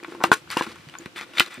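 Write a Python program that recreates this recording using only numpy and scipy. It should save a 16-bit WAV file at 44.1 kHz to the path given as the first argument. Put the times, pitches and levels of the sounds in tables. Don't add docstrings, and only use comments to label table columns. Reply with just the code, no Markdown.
import sys
import numpy as np
from scipy import signal
from scipy.fft import rfft, irfft, next_fast_len
from scipy.io import wavfile

SR = 44100
rng = np.random.default_rng(int(sys.argv[2]) if len(sys.argv) > 2 else 0)


def ratio(d):
    e = np.asarray(d, float) / 20
    return 10 ** e


def transcribe(signal):
    frames = np.atleast_2d(signal).T
    limited = np.clip(frames, -1, 1)
    pcm = np.round(limited * 32767).astype(np.int16)
    wavfile.write(sys.argv[1], SR, pcm)


N = 70560

# frequency [Hz], level [dB].
ROOM_TONE = [(18, -45), (30, -8), (336, -2.5), (666, -7), (1430, -4.5), (1960, -10), (2350, -4.5),
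             (12300, -25.5), (16000, -32)]
ROOM_TONE_DB, ROOM_TONE_ALIKE = -52, 0.11
ROOM_T60_S, ROOM_DB, WALL_CUT_HZ = 0.078, -18, 36000

# time [s], level [dB].
LEAN = [(0, -8), (.3, -8), (.42, 13.5), (.53, 14), (.6, 3), (.72, 12), (.9, 0), (1.0, 7), (1.1, 5),
        (1.6, -3)]
RUMBLE_DB = -69.5

# start [s], level [dB], pitch [Hz], t60 [s].
BUMPS = [
    (0.316, -24.5, 121, 0.012),
    (0.571, -49, 129, 0.12),
    (.6720, -30.5, 231, 0.053),
    (0.794, -46, 170, 0.096),
    (0.868, -38.5, 143, 0.11),
    (1.0600, -24.5, 200, 0.02),
    (1.3978, -21.5, 62, 0.016),
    (1.576, -38, 225, 0.12),
    (1.5920, -35.5, 250, 0.18),
]

# time [s], level [dB].
GRIP = [(0, -47.5), (.12, -44), (.3, -36.5), (.42, -57.5), (.7, -45.5), (.85, -60), (1.02, -47.5),
        (1.1, -52.5), (1.2, -46.5), (1.32, -47), (1.42, -59.5), (1.6, -49)]
CAVITY_HZ, CAVITY_T60_S = 340, 0.04
HUM_T60_S, SHUT_HUM_T60_S = 0.042, 0.1

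# time [s], level [dB].
SQUEEZE = [(0, -68), (.03, -67), (.07, -54), (.12, -46), (.2, -58), (.25, -31), (.3, -53.5)]
JOLT = [(.3165, -60), (.318, -25), (.338, -26.5), (.352, -41), (.39, -52), (.45, -80)]
OPENING = [(.47, -71), (.508, -39), (.512, -30.5), (.56, -38), (.592, -25.5), (.612, -40.5), (.64, -32),
           (.66, -44.5), (.72, -43), (.74, -52)]
SWING = [(.75, -53.5), (.89, -55), (.93, -54.5), (.99, -59), (1.005, -46.5), (1.07, -56.5), (1.1, -82)]
REACH = [(1.15, -70), (1.162, -36.5), (1.19, -32.5), (1.2, -42), (1.212, -36.5), (1.23, -36.5),
         (1.26, -57.5), (1.33, -52.5)]
PINCH = [(1.345, -45), (1.368, -35), (1.385, -24), (1.41, -38), (1.435, -41.5), (1.48, -41.5),
         (1.495, -51.5), (1.515, -41), (1.535, -42.5), (1.6, -50)]
# frequency [Hz], density [dB per Hz].
RUB_COLOUR = [(600, -100), (1000, 0.5), (1500, 4), (2400, -1), (4000, -5), (5500, -12.5), (9000, -15.5),
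              (15000, -45)]
GRAINS_PER_S, GRAIN_SPREAD_DB, GRAIN_CYCLES = 16000, 2.5, 10.3
CLUMP_DB, JOLT_TILT_DB_PER_OCT = 1.3, 4.5
# frequency [Hz], level [dB], t60 [s].
LID_BANDS = [(1465, -10.5, 0.035), (2000, -10.5, .018), (2430, -6.5, .02), (3550, -7, 0.011)]
LID_OPEN_S = 1.12

# start [s], level [dB], pitch [Hz], t60 [s].
TICKS = [(.0010, -37.5, 2000, 0.0071), (.0350, -32, 2300, 0.0042), (0.475, -37.5, 1530, 0.013),
         (0.514, -26.5, 2000, 0.012), (0.514, -25.5, 11200, 0.004), (0.8874, -32.5, 2600, 0.0023),
         (0.9859, -26.5, 6710, 0.0069), (.897, -35, 2980, .005), (1.197, -25.5, 2140, 0.015),
         (1.211, -23, 2450, 0.0031), (1.3360, -33, 2740, 0.0088), (1.372, -20, 2220, 0.0076),
         (1.3735, -27, 3550, 0.017), (1.381, -18.5, 3640, 0.018), (1.415, -24, 1660, 0.053),
         (1.4617, -28, 4200, 0.004), (1.5420, -33, 8440, 0.0021), (1.549, -37, 2500, 0.015)]

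# start [s], contact [ms], first swing [+1 out, -1 in].
CATCHES = [
    (0.24, 0.27, -1),
    (.3165, 0.42, -1),
    (.5687, 0.34, 1),
    (0.61, 0.26, 1),
    (1.405, 0.17, -1),
    (.5718, 0.1, 1),
    (.5032, 0.073, -1),
    (0.12, 0.94, 1),
    (.1208, 1, 1),
    (0.2, 1, 1),
]
# frequency [Hz], level [dB], t60 [s].
CATCH_MODES = [
    [(344, -26, 0.11), (504, -32, 0.056), (782, -12, 0.048), (950, -6.5, 0.032), (1200, -8, 0.037),
     (1552, -14.5, 0.053), (1990, -24, 0.022), (2740, -9.5, 0.021), (4130, -10.5, 0.013),
     (4800, -18, 0.013)],
    [(343, -22.5, 0.044), (435, -17, 0.067), (728, -24.5, 0.081), (1000, -2, 0.025), (1086, -10.5, 0.074),
     (1223, -16, 0.088), (1444, -4, 0.069), (1530, -3, 0.064), (1761, -19, .07), (2500, -12, 0.026),
     (3400, -19, .025), (4060, -26, .02)],
    [(343, -14, 0.032), (502, -20.5, 0.038), (929, -10.5, 0.026), (1445, -19.5, 0.023)],
    [(345, -21.5, 0.043), (515, -21, 0.031), (1006, -9.5, 0.019), (1600, -19.5, 0.023), (2800, -27, 0.03),
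     (3470, -27, .015), (4550, -28, .012)],
    [(356.5, -25, 0.1), (1450, -6.5, 0.021), (2046, -10, 0.028), (2450, -9, 0.015), (3050, -12.5, 0.026),
     (3650, -12, 0.024), (3980, -27, .018), (5130, -28, .012)],
    [(2800, -16.5, 0.022)],
    [(1200, -33.5, 0.015), (2300, -29, 0.014), (4570, -18.5, 0.0052), (8500, -25.5, 0.0036),
     (11400, -28, 0.0025)],
    [(353, -41.5, 0.047)],
    [(343, -30.5, 0.087)],
    [(347, -31.5, 0.054)],
]

# start [s], level [dB], favoured pitch [octaves above 1 kHz],
# cavity thump [dB], crack [dB].
SNAPS = [(0.029, -29.5, 0.28, -3.5, -14.5), (.0460, -17.5, 0.38, -20.5, -21),
         (0.08, -34.5, -1.08, -8, -17.5), (.1210, -28, -0.023, 3.5, -23), (0.149, -26, -0.7, -3, -14),
         (.2040, -21, -0.5, -18, -39), (.2120, -19, -0.43, -8, -40), (0.222, -17.5, -0.71, -20, -39),
         (0.2378, -4.5, -0.1, -20, -1.5), (.2480, -42, -0.23, -23, -12), (0.3186, -11, 1.23, -40, -5),
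         (0.328, -6, 0.5, -18.5, -40), (.5718, -13.5, -0.45, -20, 0), (.5930, -18.5, .5, -34, -25),
         (0.6233, -12.5, 0.76, -23, -11), (0.666, -21.5, 0.013, -9.5, -11), (0.758, -32, -0.2, -13, -7),
         (0.939, -27, 0.66, -21, -31), (0.9515, -22, 0.41, -40, -29), (1.059, -20.5, 0.67, -13, -11),
         (1.1600, -23.5, 1, -16, -28), (1.3832, -6.5, 1.46, -26.5, -22), (1.3975, 0, 1.57, -27, 2.5),
         (1.4060, -15, 1.9, -38, -7)]
# frequency [Hz], level [dB], t60 [s].
PANEL = [(720, -4.5, 0.012), (910, 3, 0.024), (1084, -0.5, 0.059), (1373, 3.5, 0.029), (1505, 1, 0.045),
         (1920, 8.5, 0.009), (2300, 7, 0.031), (2400, 12, 0.0097), (3030, 7, 0.013), (3480, 6, 0.027),
         (4155, 12, 0.011), (4840, -23, 0.036), (6250, -36, .01)]
FAVOUR_OCT, STRIKE_SPREAD_DB = 0.92, 1.5
QUICK_SHARE, LASTING_DB = 0.42, -1.5
CRACK_HZ, CRACK_T60_S = 2000, 0.0052
SHUDDER_DB, SHUDDER_HIGH_DB, SHUDDER_T60_S = -36, -21, 0.12

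# frequency [Hz], difference [dB].
LEFT_LOUDER = [(60, 0.3), (180, -0.7), (550, 0.5), (1650, 3.5), (4970, 0.5), (15000, -0.5)]
# frequency [Hz], phase [radians].
LEFT_LEADS = [(0, 0), (2840, -0.18), (3700, 0.79), (6890, -1.37), (10900, 0.98), (12100, 1), (15900, 0.96)]
BOX_LOW_CUT_HZ = 170
TOP_HZ, CLIP_TOP = 16300, 1.0


def curve(rows):
    s, value = np.transpose(rows)
    return np.interp(np.arange(N) / SR, s, value)


def at_hz(points, hz):
    table_hz, value = np.transpose(points)
    return np.interp(np.log(hz), np.log(table_hz), value)


def rms_one(x):
    return x / np.sqrt(np.mean(x ** 2) + 1e-20)


def high_pass(x, order, hz):
    return signal.sosfilt(signal.butter(order, hz, "high", fs=SR, output="sos"), x)


def band_pass(x, order, low_hz, high_hz):
    return signal.sosfilt(signal.butter(order, [low_hz, high_hz], "band", fs=SR, output="sos"), x)


def ring(x, hz, t60_s):
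    r = ratio(-60 / (max(t60_s, 1e-3) * SR))
    w = 2 * np.pi * hz / SR
    return signal.lfilter([0, np.sin(w)], [1, -2 * r * np.cos(w), r * r], x + 1e-18)


def add(out, s, x):
    i = int(s * SR)
    out[i:i + len(x)] += x[:len(out) - i]


def drift(rate_hz):
    r = np.exp(-2 * np.pi * rate_hz / SR)
    noise = rng.standard_normal(N + SR)
    return rms_one(signal.lfilter([1], [1, -2 * r, r * r], noise)[SR:])


def grains(count):
    size_db = GRAIN_SPREAD_DB * np.minimum(rng.exponential(1, count), 5)
    sizes = ratio(size_db) * rng.choice([-1, 1], count)
    return rms_one(sizes * (rng.random(count) < GRAINS_PER_S / SR))


def room_tone():
    hz = np.fft.rfftfreq(N, 1 / SR) + 1
    low_cut = hz ** 4 / (hz ** 4 + 75.0 ** 4)
    spectrum = rfft(rng.standard_normal((2, N))) * ratio(at_hz(ROOM_TONE, hz)) * low_cut
    mid, side = irfft(spectrum, N)
    stereo = np.sqrt(1 + ROOM_TONE_ALIKE) * mid + np.sqrt(1 - ROOM_TONE_ALIKE) * side * [[1], [-1]]
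    return ratio(ROOM_TONE_DB) * rms_one(stereo)


def room(x):
    size = next_fast_len(N + SR)
    z = np.exp(-2j * np.pi * np.fft.rfftfreq(size))
    dull = 1 / np.sqrt(1 + (np.fft.rfftfreq(size, 1 / SR) / WALL_CUT_HZ) ** 2)
    out = np.zeros((2, len(z)), complex)
    lags = (rng.uniform(0.003, 0.025, 16) * SR).astype(int)
    for k, lag in enumerate(lags):
        loop = ratio(-60 * lag / SR / ROOM_T60_S) * dull * z ** lag
        out[k % 2] += loop / (1 - loop) * (-1) ** (k // 2)
    return irfft(out * rfft(x, size), size)[:, :N]


def rumble():
    mid, side = band_pass(rng.standard_normal((2, N)), 3, 70, 190)
    level_db = RUMBLE_DB + curve(LEAN) + 1.4 * drift(8.0)
    return ratio(level_db) * rms_one(mid + 0.1 * side * [[1], [-1]])


def bumps():
    out, click = np.zeros(N), np.zeros(SR // 4)
    click[0] = 1
    for s, db, hz, t60_s in BUMPS:
        knock = ring(click, hz, t60_s) - 0.5 * ring(click, hz * 1.77, t60_s * 0.42)
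        add(out, s, ratio(db) * knock)
    return out


def grip():
    push = rng.standard_normal(N) * ratio(4.9 * drift(52))
    shut = 1.17 * rms_one(ring(push, CAVITY_HZ, SHUT_HUM_T60_S))
    ajar = rms_one(ring(push, CAVITY_HZ, HUM_T60_S))
    second_catch_s = CATCHES[1][0]
    hum = np.where(np.arange(N) / SR < second_catch_s, shut, ajar)
    hum = hum + 0.36 * rms_one(ring(push, 490, 0.048))
    hum = hum + 0.26 * rms_one(ring(push, 220, 0.033))
    return ratio(curve(GRIP)) * rms_one(hum)


def rub():
    strokes = SQUEEZE + JOLT + OPENING + SWING + REACH + PINCH
    level_db = curve(strokes) + CLUMP_DB * drift(76)
    start_s, end_s = JOLT[0][0], JOLT[-1][0]
    jolted = curve([(start_s - 0.005, 0), (start_s, 1), (end_s, 1), (end_s + 0.01, 0)])
    clicks, dealt = grains(N), rng.integers(0, 40, N)
    sound = np.zeros(N)
    for k, hz in enumerate(np.geomspace(600, 15500, 40)):
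        colour_db = at_hz(RUB_COLOUR, hz) + jolted * JOLT_TILT_DB_PER_OCT * np.log2(hz / 2000)
        sound += ratio(colour_db) * hz * ring(clicks * (dealt == k), hz, GRAIN_CYCLES / hz)
    sound = rms_one(high_pass(sound, 2, 800))
    lid = sum(ratio(db) * rms_one(ring(clicks, hz, t60_s)) for hz, db, t60_s in LID_BANDS)
    is_open = np.arange(N) / SR > LID_OPEN_S
    return ratio(level_db) * np.where(is_open, 0.69 * (sound + lid), sound)


def ticks():
    out, t = np.zeros(N), np.arange(SR // 8) / SR
    for s, db, hz, t60_s in TICKS:
        burst = rng.standard_normal(len(t)) * ratio(-60 * t / 0.0095)
        body = ring(burst, hz, t60_s)
        wide = band_pass(burst, 2, hz * 0.55, hz * 1.8)
        add(out, s, ratio(db) * (body / np.abs(body).max() + 0.55 * wide / np.abs(wide).max()))
    return out


def after_ring():
    out, t = np.zeros(N), np.arange(SR // 4) / SR
    for (s, contact_ms, swing), modes in zip(CATCHES, CATCH_MODES):
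        phase = np.minimum(t / (contact_ms / 1000), 1)
        push = np.sin(np.pi * phase) ** 2
        push = np.sign(swing) * push / push.sum()
        add(out, s, sum(ratio(db) * ring(push, hz, t60_s) for hz, db, t60_s in modes))
    return out


def snaps():
    out, t = np.zeros(N), np.arange(SR // 5) / SR
    shudder = ratio(-60 * t / SHUDDER_T60_S)
    crack_fade = ratio(-60 * t / CRACK_T60_S) + ratio(SHUDDER_HIGH_DB) * shudder
    for s, db, favour_oct, thump_db, crack_db in SNAPS:
        hiss = rng.standard_normal(len(t))
        push = ratio(SHUDDER_DB) * hiss * shudder
        push[0] = -1
        body, weights = np.zeros(len(t)), []
        for k, (hz, mode_db, t60_s) in enumerate(PANEL):
            miss = (np.log2(hz / 1000) - favour_oct) / FAVOUR_OCT
            weight = ratio(mode_db + STRIKE_SPREAD_DB * rng.normal() - 6 * miss ** 2)
            quick = ring(push, hz, t60_s * QUICK_SHARE)
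            lasting = ratio(LASTING_DB) * ring(push, hz, t60_s)
            body += weight * (-1) ** k * (quick + lasting)
            weights.append(weight)
        body *= 0.5 / np.linalg.norm(weights)
        thump = ratio(thump_db) * ring(push, CAVITY_HZ, CAVITY_T60_S)
        crack = 2 * ratio(crack_db) * band_pass(hiss * crack_fade, 1, CRACK_HZ, 2 * CRACK_HZ)
        add(out, s, ratio(db) * (body + thump + crack))
    return out


def scene():
    box = high_pass(snaps() + after_ring() + ticks() + rub() + grip(), 2, BOX_LOW_CUT_HZ)
    box = box + high_pass(bumps(), 2, 60)
    hz = np.fft.rfftfreq(N, 1 / SR) + 1
    skew = ratio(at_hz(LEFT_LOUDER, hz) / 2) * np.exp(0.5j * at_hz(LEFT_LEADS, hz))
    direct = irfft(rfft(box) * [skew, 1 / skew], N)
    return direct + ratio(ROOM_DB) * room(box) + room_tone() + rumble()


def top_cut(x):
    return signal.sosfilt(signal.butter(12, 16370, fs=SR, output="sos"), x)


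def record(dry):
    low_pass = signal.cheby2(12, 60, TOP_HZ, fs=SR, output="sos")
    mix = np.clip(signal.sosfilt(low_pass, dry), -CLIP_TOP, CLIP_TOP)
    return top_cut(mix)


dry = scene()
out = record(dry)
transcribe(out)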